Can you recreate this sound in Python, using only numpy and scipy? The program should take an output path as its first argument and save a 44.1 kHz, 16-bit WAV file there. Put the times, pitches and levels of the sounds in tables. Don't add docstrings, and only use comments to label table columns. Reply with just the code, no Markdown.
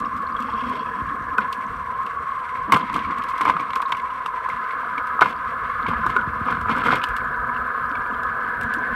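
import sys
import numpy as np
from scipy import signal
from scipy.fft import rfft, irfft, next_fast_len
from scipy.io import wavfile
from scipy.ndimage import uniform_filter1d

SR = 44100
rng = np.random.default_rng(int(sys.argv[2]) if len(sys.argv) > 2 else 0)


def gain_from_decibels(decibels):
    exponent = np.asarray(decibels, float) / 20
    return 10 ** exponent


def materialize(psi):
    bounded = np.clip(np.atleast_2d(psi).T, -1, 1)
    quanta = np.round(bounded * 32767).astype(np.int16)
    wavfile.write(sys.argv[1], SR, quanta)


N = 394694

# (frequency [Hz], width [Hz], level [dB])
SHELL = [(57.7, 46, 3), (148.5, 69, -2.5), (210, 75, 0.5), (252, 94, -0.5), (490, 92, -2.5),
         (669, 90, -4.5), (750, 214, -10)]
CAVITY = [(1033, 87, 10.5), (1124, 167, -2.5), (1203, 108, 0.5)]
WINDOW = [(1250, 125, 7.5), (1430, 41, 2.5), (1521.4, 67, 2), (1689, 90, -1)]
FRAME = [(1970, 440, 6), (2170, 317, 7.5), (2700, 330, -7), (3240, 330, -5), (3370, 1420, -13)]
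# (frequency [Hz], width [Hz], level [dB])
PORT = [(1180, 31, 0)]
# (frequency [Hz], width [Hz], level [dB])
HUM = [(239.6, 15, 0)]
# (frequency [Hz], width [Hz], level [dB])
FINGERED_FRAME = [(2090, 94, 2), (2380, 96, -4), (2700, 17, -6), (3270, 22, -12), (4360, 64, -18),
                  (5320, 96, -24)]
# (frequency [Hz], width [Hz], level [dB])
PALM_MODES = [(2650, 290, 2), (3270, 180, 2.5), (4450, 520, -14), (5430, 420, -15)]
# (frequency [Hz], width [Hz], level [dB])
RIM_MODES = [(1675, 72, 2), (1810, 110, -9)]

# (frequency [Hz], density [dB per Hz])
FIZZ = [(2350, -30), (4000, -14), (4540, -4), (4900, -16), (5600, -3.5), (6630, -13), (8550, -5.5),
        (10100, -14.5), (11400, -22), (12800, -11), (16000, -35)]
FIZZ_AWAY = [(2350, -27), (4000, -5.5), (5730, -16), (6550, -18.5), (8310, -11), (10500, -15.5),
             (10800, -10), (11700, -7), (12600, -14.5), (13500, -18), (15700, -21), (16000, -31)]
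# (frequency [Hz], density [dB per Hz])
CRACK = [(2500, 9), (4000, 0), (7100, -8.5), (8300, -6), (9800, -12.5), (11800, -10.5), (13200, -15),
         (15900, -21)]

# (time [s], turn away from the pump [0-1.3], stirring of the water [dB])
HAND = [(0, 0.3, 2.5), (.79, 0.29, 0.5), (1.39, 0.33, 1), (2.34, 0.29, 2.5), (2.99, 0.26, 10.5),
        (3.32, 0.32, 7), (3.9, 0.23, 5.5), (4.29, 0.32, 4), (5.06, 0.59, 4), (5.43, 0.47, 2),
        (5.96, 0.69, 6), (6.25, 0.58, 4.5), (6.45, 0.6, 1.5), (6.86, 0.69, 5), (7.25, 0.89, 4),
        (8.23, 0.78, 1.5), (8.6, 1, 6.5), (8.95, 1.12, 13.5)]
# (time [s], frequency [Hz])
SQUEEZE = [(0.0, 1109), (1.99, 1070), (2.64, 1074), (3.99, 1057), (6.48, 1073), (6.88, 1036), (7.13, 1043),
           (8.62, 1053), (8.95, 1044)]
# (time [s], push [dB])
PUSH = [(0, 10), (.67, 6), (1.35, 5.5), (2.49, -6.5), (2.96, 10.5), (3.5, -3), (3.84, -7.5), (5.73, 1),
        (5.98, 13), (6.45, 8), (6.83, 17), (7.2, 4.5), (8.57, 9.5), (8.95, 16.5)]
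# (best level [dB], best turn [1], loss [dB per turn squared],
# share of stirring [1])
FACING = [
    (-27.5, .01, 4.5, 0.1),
    (-29, 0.74, 37.5, 0.18),
    (-25, 1.562, 9.5, 0.086),
    (-46.5, 0.56, 24.5, 0.9),
]
# (rest level [dB], share of push [1], share of stirring [1],
# tilt [dB per turn])
ROCKING = [
    (-46.5, 0.44, -0.34, 3),
    (-45.5, 0.89, 0.12, -11.5),
    (-48, 0.022, -0.044, 9),
]

# (time [s], frame level [dB], length [s],
# relative treble [dB])
RUBS = [(0.398, -49.5, 0.61, -9), (0.659, -43, 0.24, -13.5), (1.405, -37, 0.018, -23),
        (2.718, -25.5, 0.057, -13), (2.776, -41.5, 0.11, -24), (2.94, -36.5, 0.047, -11),
        (3.283, -51.5, 0.017, 7), (3.406, -36, 0.054, -18), (3.448, -33, 0.052, -27),
        (3.47, -30, 0.046, -15.5), (3.589, -38.5, 0.013, -12), (5.209, -28, 0.07, -15),
        (5.239, -36.5, 0.13, -13), (5.872, -36.5, 0.047, -20), (6.082, -39.5, 0.038, -9.5),
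        (6.442, -36.5, 0.18, -18), (6.514, -40, 0.031, -17), (6.695, -28, 0.022, -23),
        (6.755, -36, 0.06, -15), (6.836, -29.5, 0.067, -14), (6.909, -27.5, 0.052, -19),
        (6.945, -44, 0.008, -24),
        (3.285, -53, 0.02, -11),
    (3.589, -44, 0.054, -23),
    (3.69, -50.5, 0.022, -8),
    (3.879, -48, 0.022, -3),
    (6.699, -40, 0.046, -9),
    (6.775, -37.5, 0.076, -24),
    (6.852, -35.5, 0.17, -16),
    (6.901, -38, 0.022, -17),
    (6.956, -45, .035, -22),
]
# (time [s], peak [dB], pitch [Hz], rattle T60 [s])
KNOCKS = [(.388, -16.5, 1197, 0.23), (1.384, -3, 1496, 0.062), (2.721, -2.5, 1070, 0.099),
          (2.76, -6.5, 1134, 0.061), (2.96, -10.5, 1147, 0.074), (2.982, -12.5, 1060, 0.063),
          (3.417, -13.5, 1047, 0.1), (3.454, -7, 1180, 0.034), (3.479, -6.5, 1010, 0.071),
          (3.497, -3.5, 1070, 0.048), (3.575, -19, 1220, 0.023), (3.76, -9.5, 1060, 0.088),
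          (3.826, -13, 1060, 0.074), (3.922, -11, 1050, 0.095), (4.486, -13, 1070, 0.064),
          (5.221, -9.5, 766, 0.06), (5.218, -1, 1430, 0.05), (5.218, -3.5, 920, 0.022),
          (5.257, -7, 1030, 0.07), (6.034, -13.5, 1500, 0.098), (6.065, -8, 1155, 0.048),
          (6.164, -6.5, 1460, 0.16), (6.519, -11.5, 1500, 0.045), (6.523, -11, 1320, 0.041),
          (6.686, -14.5, 1290, 0.032), (6.756, -13.5, 1430, 0.1), (6.837, -12.5, 1280, 0.06),
          (6.889, -8, 1320, 0.03), (6.929, -7, 990, 0.015)]
# (time [s], peak [dB], pitch [Hz])
RATTLES = [(1.401, -18, 1140), (2.7271, -5.5, 1060), (2.699, -15, 1120), (2.765, -9.5, 1100),
           (3.486, -20, 1070), (5.212, -8, 1130), (5.224, -1.5, 1300), (5.232, -5, 1250),
           (6.695, -8.5, 1250), (6.775, -9.5, 1230), (6.862, -10, 1310), (6.918, -14, 1420),
           (6.933, -9.5, 1060), (6.964, -14, 1310), (7.04, -13, 1250)]
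# (time [s], peak [dB])
TAPS = [(1.444, -22), (2.753, -13), (2.898, -19), (2.943, -17), (3.109, -27), (3.184, -27), (3.463, -14),
        (3.543, -34), (3.806, -22), (4.263, -23), (4.461, -18.5), (4.833, -17.5), (5.86, -14),
        (5.913, -13.5), (5.934, -11.5), (6.486, -12)]
# (time [s], peak [dB])
NUDGES = [(3.123, -19), (3.196, -16), (3.2414, -18), (3.2743, -21), (3.312, -20), (3.3357, -15),
          (3.362, -16), (3.599, -16), (3.6324, -23), (3.692, -20), (3.703, -16.5), (3.772, -30),
          (3.9036, -17.5), (4.05, -24)]
# (time [s], peak [dB], pitch [Hz])
FLICKS = [(2.7361, -2.5, 1120), (2.767, -18, 1100), (2.773, -10, 1160), (3.106, -15, 1180),
          (3.4096, -8, 1180), (3.471, -11, 1110), (3.5394, -18, 1200), (3.567, -10, 1250),
          (3.7353, -19, 1210), (3.8036, -11.5, 1170), (3.95, -18, 1170), (4.262, -12.5, 1180),
          (5.1933, -5.5, 1190), (6.485, -9.5, 1250), (5.2611, -10, 1160), (6.571, -19, 1250),
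          (6.752, -13, 1370), (6.82, -12, 1400), (6.885, -6.5, 1320), (6.906, -6.5, 1320)]
# (time [s], peak [dB], pitch [Hz])
TICKS = [(1.5284, -28, 2680), (1.5277, -33, 4400), (7.039, -29.5, 4730), (2.7212, -7.5, 2040),
         (2.9425, -23.5, 2240), (3.221, -29, 2150), (3.412, -16.5, 2090), (3.484, -22.5, 2040),
         (3.704, -24.5, 2140), (3.7329, -22.5, 2170), (3.7582, -23.5, 2300), (3.8212, -26.5, 2440),
         (3.921, -14, 2155), (4.26, -26, 2680), (5.2096, -15, 2450), (6.164, -20, 2220),
         (6.9124, -24, 2170), (6.958, -21, 2300), (7.038, -16.5, 2940), (7.166, -30, 2090),
         (8.6116, -33, 2287), (8.739, -35, 2940)]
# (time [s], peak [dB], pitch [Hz])
CLINKS = [(0.3655, -32.5, 3200), (1.3823, -24, 2400), (1.6212, -33, 2170), (2.4926, -31, 2060),
          (2.5526, -28.5, 2010), (3.048, -27.5, 2170), (3.4545, -21, 2170), (3.5954, -26, 2180),
          (3.9486, -26, 2178), (3.9974, -26.5, 2060), (4.4997, -21.5, 2050), (4.7077, -26, 2110),
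          (4.9794, -20, 2170), (5.2228, -11, 2110), (5.8646, -21, 2170), (6.485, -31, 2250),
          (6.687, -28.5, 2220), (7.016, -27, 2400), (7.207, -32, 2070), (7.4914, -30.5, 2090),
          (7.9527, -26, 2210), (8.06, -34, 2240)]
# (time [s], peak [dB], pitch [Hz])
CRACKLES = [(2.815, -35, 3300), (2.8959, -31, 2500), (2.9907, -30, 2700), (3.0874, -36, 2380),
            (3.1089, -30.5, 2300), (3.3184, -37, 2470), (3.3793, -37, 3160), (3.498, -24.5, 2300),
            (3.5659, -28, 2350), (3.7983, -41, 2250), (3.9714, -35, 2900), (6.7656, -36, 2680),
            (6.784, -34, 2210), (6.8364, -28, 2340), (6.8628, -29, 2320), (6.9053, -23, 2230),
            (6.9192, -19, 2170), (6.968, -33, 2700), (7.016, -31, 2600), (7.031, -29, 2650),
            (7.0694, -35, 2600), (7.0893, -35, 2320)]
# (time [s], peak [dB], pitch [Hz])
STRAYS = [(0.048, -37, 2640), (0.1381, -54, 2610), (0.3027, -49, 2660), (0.4933, -45, 2780),
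          (0.5357, -42, 3330), (0.607, -39, 3270), (0.7542, -35, 2660), (1.0036, -50, 2820),
          (1.0904, -39, 3270), (1.3054, -42, 2600), (1.3359, -41, 2640), (1.6846, -44, 2650),
          (1.941, -45, 3050), (2.1191, -42, 2600), (2.3131, -43, 2730), (2.4004, -42, 2670),
          (5.3258, -32, 2755), (5.4281, -45, 2745), (5.7553, -47, 2597), (5.8272, -38, 3680),
          (5.9354, -39, 2730), (5.9708, -36, 2710), (6.0901, -39, 2650), (6.2118, -37, 2760),
          (6.4602, -36, 2700), (7.3153, -46, 2710), (7.4006, -45, 3130), (7.9137, -33, 2300),
          (8.1095, -41, 2780), (8.2671, -42, 2970), (8.4073, -41, 2867), (8.4467, -43, 2890)]
# (time [s], peak [dB], pitch [Hz])
PINGS = [(.056, -45, 5230), (.2668, -41, 4100), (.322, -46, 4560), (.793, -42, 4160), (0.864, -35, 2500),
         (2.0646, -31, 2530), (3.2377, -37, 2700), (3.858, -36, 3680), (4.1024, -38, 2770),
         (4.563, -43, 2580), (5.294, -35, 3270), (6.985, -44, 5300), (7.5433, -41, 2570),
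         (7.565, -33.5, 2630), (7.9702, -45, 3210), (8.139, -39, 3050)]
# (time [s], peak [dB])
SNAPS = [(.165, -41), (.174, -43), (.22, -44), (.366, -44), (.4025, -36.5), (1.3808, -29), (1.5264, -27),
         (2.0622, -36), (2.7217, -16), (2.7691, -26), (2.9412, -30), (2.9627, -31), (3.1832, -36),
         (3.237, -32), (3.3787, -32), (3.4101, -26.5), (3.4506, -30), (3.7559, -26.5), (3.8182, -33),
         (3.9195, -32.5), (3.9694, -33), (4.2607, -31.5), (4.4892, -36), (5.0704, -37), (5.887, -37),
         (6.0636, -30), (6.1619, -35), (6.9551, -26), (7.0374, -27), (7.0868, -32.5), (7.1651, -30),
         (8.6103, -32), (8.7375, -28.5)]
CREAKS = [0.0, 0.424, 0.695, 2.9287, 2.949, 3.2894, 3.4775, 3.491, 3.503, 3.6057, 4.979, 5.2093, 5.219,
          5.242, 5.259, 5.293, 6.5091, 6.6124, 6.6937, 6.764, 6.782, 6.8409, 6.853, 6.865, 6.884, 6.9102,
          6.93, 8.2325, 8.6323]
# (time [s], peak [dB], pitch [Hz])
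THUMPS = [(0.541, -26.5, 225), (0.628, -25, 247), (.669, -22.5, 243), (0.718, -32, 250), (1.017, -35, 75.4),
          (1.051, -30, 152), (1.39, -26, 212), (1.75, -35, 68.5), (2.19, -35.5, 76), (2.69, -24, 212),
          (2.723, -22, 160.5), (2.948, -26.5, 168), (3.098, -31.5, 164), (3.469, -26, 291),
          (3.596, -32, 299), (5.88, -25, 167), (5.92, -26, 240), (5.99, -28, 225), (6.465, -26.5, 243),
          (6.525, -26.5, 228), (6.698, -19, 224), (6.764, -22.5, 248), (6.85, -26, 232), (6.89, -18, 247),
          (7.097, -22, 44.7), (7.388, -25, 53), (8.76, -27, 238)]
# (time [s], peak [dB], pitch [Hz])
SLAPS = [(0.405, -23.5, 236), (0.451, -27, 250), (0.741, -35, 416), (.82, -31, 443), (0.912, -30, 457),
         (1.115, -30, 275), (1.329, -31, 280), (1.38, -26.5, 445), (2.684, -26, 305), (2.74, -22, 300),
         (2.77, -34, 295), (2.941, -36, 302), (3.106, -33.5, 328), (3.413, -27, 300), (3.5, -33, 198),
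         (3.552, -27, 167), (4.756, -36, 286), (4.979, -31, 280), (5.153, -38, 292), (5.218, -20, 410),
         (5.84, -29, 234), (5.961, -23, 65), (6.665, -25, 90), (7.916, -30, 285), (8.774, -27, 310)]
# (time [s], peak [dB], pitch [Hz], T60 [s])
POPS = [
    (.49, -23, 890, 0.032),
    (.77, -30, 620, 0.062),
    (6.06, -27, 350, 0.046),
    (6.162, -24, 408, 0.047),
]
# (time [s], peak [dB])
GULPS = [
    (1.016, -26),
    (1.207, -32),
    (6.273, -23),
    (6.361, -33),
    (6.412, -24),
    (6.575, -30),
    (6.61, -30),
    (5.887, -24.5),
]


def evened(x):
    return x / np.sqrt(np.mean(x ** 2) + 1e-20)


def peaked(x):
    return x / np.max(abs(x))


def add(mix, s, sound):
    part = mix[max(round(s * SR), 0):][:len(sound)]
    part += sound[:len(part)]


def lit(levels_db, sounds):
    return sum(gain_from_decibels(db) * x for db, x in zip(levels_db, sounds))


def follow(table):
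    s, *columns = np.transpose(table)
    return [np.interp(np.arange(N) / SR, s, column) for column in columns]


def ring(modes, size=8192):
    t = np.arange(size) / SR
    out = np.zeros(size)
    for k, (hz, width, db) in enumerate(modes):
        decay = width ** 2 * t * np.exp(-1.5 * np.pi * width * t)
        out += (-1) ** k * gain_from_decibels(db) * decay * np.sin(2 * np.pi * hz * t)
    return out / np.linalg.norm(out)


def through(x, modes):
    return signal.oaconvolve(x, ring(modes))[:len(x)]


def treble(x, spectrum=CRACK):
    size = next_fast_len(len(x), True)
    hz = np.fft.rfftfreq(size, 1 / SR)
    f, db = np.transpose(spectrum)
    shape_db = np.interp(np.log(hz + 1), np.log(f), db, -90, -90)
    return irfft(rfft(x, size) * gain_from_decibels(shape_db), size)[:len(x)]


def scrambled(x):
    return x * rng.choice([-1., 1.], len(x))


def grit(size, per_s, spread_db, share):
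    heights = gain_from_decibels(spread_db * np.minimum(rng.exponential(1, size), 4))
    clicks = heights * (rng.random(size) < per_s / SR)
    clicks = evened(clicks * rng.choice([-1., 1.], size))
    return np.sqrt(share) * clicks + np.sqrt(1 - share) * rng.standard_normal(size)


def flutter(hz, depth_db):
    low_pass = signal.butter(2, hz, fs=SR)
    slow = signal.lfilter(*low_pass, rng.standard_normal(N + SR))[SR:]
    return evened(gain_from_decibels(depth_db * np.clip(evened(slow), -3, 1.8)))


def pump_fizz(turn, bubbles):
    facing_db, away_db, full_turn = -65, -63, 0.95
    angle = np.clip(turn / full_turn, 0, 1) * np.pi / 2
    facing = evened(treble(scrambled(bubbles), FIZZ))
    away = evened(treble(grit(N, 500, 3.0, 0.15) * flutter(35, 1.3), FIZZ_AWAY))
    return gain_from_decibels(facing_db) * np.cos(angle) * facing + gain_from_decibels(away_db) * np.sin(angle) * away


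def cavity_ring(drive, squeeze_hz):
    wander_hz, span = 22, round(0.12 * SR)
    waver = evened(uniform_filter1d(uniform_filter1d(drive, span), span))
    turning = np.exp(2j * np.pi * np.cumsum(squeeze_hz + wander_hz * waver) / SR)
    tone = signal.hilbert(through(drive * flutter(29, 0.75), CAVITY), next_fast_len(N))[:N]
    return (tone * turning).real


def pump():
    rest_hz, port_db, port_db_per_hz = 1060, -66, 0.6838
    gap_hz, gap_width_hz, gap_depth = 1915, 31, 0.42
    turn, stir = follow(HAND)
    squeeze_hz = follow(SQUEEZE)[0] - rest_hz
    drive = grit(N, 700, 0.94, 0.2415)
    bubbles = grit(N, 300, 3.2, 0.073) * flutter(18, 2.0)
    levels = [db - loss_db * (turn - best) ** 2 + share * stir for db, best, loss_db, share in FACING]
    levels.append(port_db + port_db_per_hz * squeeze_hz)
    rush = lit(levels, (cavity_ring(drive, squeeze_hz), through(drive, WINDOW[:2]),
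                        through(drive, WINDOW[2:]), through(bubbles, FRAME), through(drive, PORT)))
    gap = signal.iirpeak(gap_hz, gap_hz / gap_width_hz, SR)
    rush = rush - gap_depth * signal.filtfilt(*gap, rush)
    edge = signal.cheby2(7, 12, 925, "high", fs=SR, output="sos")
    return pump_fizz(turn, bubbles) + signal.sosfilt(edge, rush)


def rub(s, frame_db, length, treble_db):
    ragged_db, squeak = 3.2, [(3030, 800, 0)]
    t = np.arange(round(length * SR) + 3000) / SR
    grip = (1 - np.exp(-t / (0.16 * length))) * gain_from_decibels(-350 * np.maximum(t - 0.46 * length, 0))
    uneven = evened(uniform_filter1d(rng.standard_normal(len(t)), size=260))
    slip = grit(len(t), 900, 3.0, 0.6) * grip * evened(gain_from_decibels(ragged_db * uneven))
    bright = treble(scrambled(slip))
    bright *= np.linalg.norm(slip) / np.linalg.norm(bright)
    skin = 0.82 * through(slip, FRAME) + 0.72 * through(slip, FINGERED_FRAME)
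    skin += 0.43 * through(scrambled(slip), squeak) + gain_from_decibels(treble_db) * bright
    body = 1.5 * through(slip, CAVITY + WINDOW) + 1.31 * through(slip, SHELL[1:])
    return s, gain_from_decibels(frame_db) * (skin + body)


def knock(s, db, hz, t60):
    t = np.arange(3072) / SR
    blow = 0.04 * rng.standard_normal(len(t)) * gain_from_decibels(-60 * t / t60)
    blow[0] = 1
    upper = through(blow, [(hz, 6.8 / t60, 0)]) + 0.61 * through(blow, CAVITY + WINDOW)
    return s - 0.0006, gain_from_decibels(db) * (peaked(upper) + 0.074 * peaked(through(blow, SHELL[2:])))


def flick(s, db, hz):
    width_hz = 213
    return s - 0.0008, gain_from_decibels(db) * peaked(ring([(hz, width_hz, 0)], size=1024))


def tick(s, db, hz, pure, t60):
    sag, sag_s = 0.0597, 0.00634
    t = np.arange(2048) / SR
    fade = gain_from_decibels(-60 * t / t60)
    spray = rng.standard_normal(len(t)) * fade * (1 - np.exp(-t / 0.00067))
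    phase = 2 * np.pi * hz * (t - sag * sag_s * np.exp(-t / sag_s))
    mode = np.sin(phase) * fade * (1 - np.exp(-t / 0.00039))
    wide = peaked(through(spray, [(hz, 700, 0), (3300, 1200, -9)])) + 0.17 * peaked(treble(spray))
    return s, gain_from_decibels(db) * peaked(pure * peaked(mode) + (1 - pure) * wide)


def snap(s, db):
    seal_share_per_turn = 0.15
    t = np.arange(1536) / SR
    decay = gain_from_decibels(-60 * t / 0.011) + 0.089 * gain_from_decibels(-60 * t / 0.12)
    crack = rng.standard_normal(len(t)) * (1 - np.exp(-t / 0.0012)) ** 2 * decay
    times, turns, _ = np.transpose(HAND)
    high = seal_share_per_turn * np.interp(s, times, turns)
    bright = (1 - high) * peaked(treble(crack)) + high * peaked(treble(crack, FIZZ_AWAY[3:]))
    return s - 0.0005, gain_from_decibels(db) * bright


def slide(s, length, db, modes):
    t = np.arange(round(length * SR)) / SR
    broken = gain_from_decibels(3.4 * evened(uniform_filter1d(rng.standard_normal(len(t)), size=900)))
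    arch = np.sin(np.pi * (t / length) ** 0.86) ** 0.69
    return s, gain_from_decibels(db) * arch * broken * through(grit(len(t), 830, 2.1, 0.4), modes)


def thump(s, db, hz, t60):
    t = np.arange(8192) / SR
    fade = gain_from_decibels(-60 * t / t60)
    low = peaked(t * fade * np.sin(2 * np.pi * hz * t))
    overtone = peaked(t * fade ** 2 * np.sin(2 * np.pi * 2.1 * hz * t))
    return s - 0.006, gain_from_decibels(db - 4.5) * (low + 0.37 * overtone)


def gulp(s, db):
    from_hz, to_hz, fall_s, t60 = 420, 65, 0.0038, 0.11
    t = np.arange(8192) / SR
    hz = to_hz + (from_hz - to_hz) * np.exp(-t / fall_s)
    fade = (1 - np.exp(-t / 0.0015)) * gain_from_decibels(-60 * t / t60)
    return s, gain_from_decibels(db) * peaked(fade * np.sin(2 * np.pi * np.cumsum(hz) / SR))


def ping(s, db, hz):
    return tick(s, db, hz, 0.5, 0.035)


def swell():
    hum_db, hum_db_per_turn = -66, 22.5
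    lumps = [rng.standard_normal(N) * flutter(hz, db) for hz, db in ((7, 3.7), (12, 4.6), (20.5, 2.3))]
    (push,), (turn, stir) = follow(PUSH), follow(HAND)
    levels = [db + a * push + b * stir + c * turn for db, a, b, c in ROCKING]
    hum = gain_from_decibels(hum_db + hum_db_per_turn * turn) * through(scrambled(lumps[0]), HUM)
    return hum + lit(levels, map(through, lumps, (SHELL[:2], SHELL[2:4], SHELL[4:])))


def specks():
    count, level_db, spread_db, cycles = 400, -52.5, 3.5, 13
    low_hz, high_hz = 2300, 9500
    t, out = np.arange(512) / SR, np.zeros(N)
    for when, size, pitch in rng.random((count, 3)):
        hz = low_hz * (high_hz / low_hz) ** pitch
        fade = t * np.exp(-2 * np.pi * hz * t / cycles)
        blip = fade * np.sin(2 * np.pi * hz * t * (1 + 3.2 * t))
        db = level_db - spread_db * np.log(size + 0.02) - 9 * pitch
        add(out, when * N / SR, gain_from_decibels(db) * peaked(blip))
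    return out


def scene():
    slot_hz, slot_width_hz, slot_depth = 601, 44, 0.51
    mix = pump() + swell() + specks()
    events = [rub(*row) for row in RUBS]
    events += [knock(*row) for row in KNOCKS]
    events += [knock(*row, 0.033) for row in RATTLES]
    events += [knock(*row, 1038, 0.053) for row in TAPS]
    events += [knock(*row, 1070, 0.11) for row in NUDGES]
    events += [flick(*row) for row in FLICKS]
    # share of pure mode, T60 in s
    events += [tick(*row, 0.36, 0.027) for row in TICKS]
    events += [tick(*row, 0.7, 0.04) for row in CLINKS]
    events += [tick(*row, 0.36, 0.031) for row in CRACKLES]
    events += [tick(*row, 0.34, 0.017) for row in STRAYS]
    events += [snap(*row) for row in SNAPS]
    events += [snap(s, -37.5) for s in CREAKS]
    # start s, length s, dB
    events += [slide(0.33, 0.69, -49, PALM_MODES), slide(0.72, 0.9, -41, RIM_MODES)]
    events += [thump(*row, 0.091) for row in THUMPS]
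    events += [thump(*row, 0.055) for row in SLAPS]
    events += [thump(*row) for row in POPS]
    events += [gulp(*row) for row in GULPS]
    events += [ping(*row) for row in PINGS]
    for s, sound in events:
        add(mix, s, sound)
    slot = signal.iirpeak(slot_hz, slot_hz / slot_width_hz, SR)
    return (mix - slot_depth * signal.filtfilt(*slot, mix))[None]


def top_cut(x):
    return signal.sosfilt(signal.butter(12, 15830, fs=SR, output="sos"), x)


def record(dry):
    threshold_db, recovery_db_per_s, duck_share = -10, 20, 0.69
    cut = signal.lfilter(*signal.butter(2, 38, "high", fs=SR), dry)
    power_db = 10 * np.log10(abs(uniform_filter1d(cut[0] ** 2, 400)) + 1e-12)
    fall = np.arange(N) * recovery_db_per_s / SR
    held_db = np.maximum.accumulate(power_db + fall) - fall
    over_db = np.maximum(held_db - threshold_db, 0)
    ducked = cut / gain_from_decibels(duck_share * uniform_filter1d(over_db, 600, origin=299))
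    limited = ducked / (1 + ducked ** 8) ** (1 / 8)
    return top_cut(limited)


dry = scene()
out = record(dry)
materialize(out)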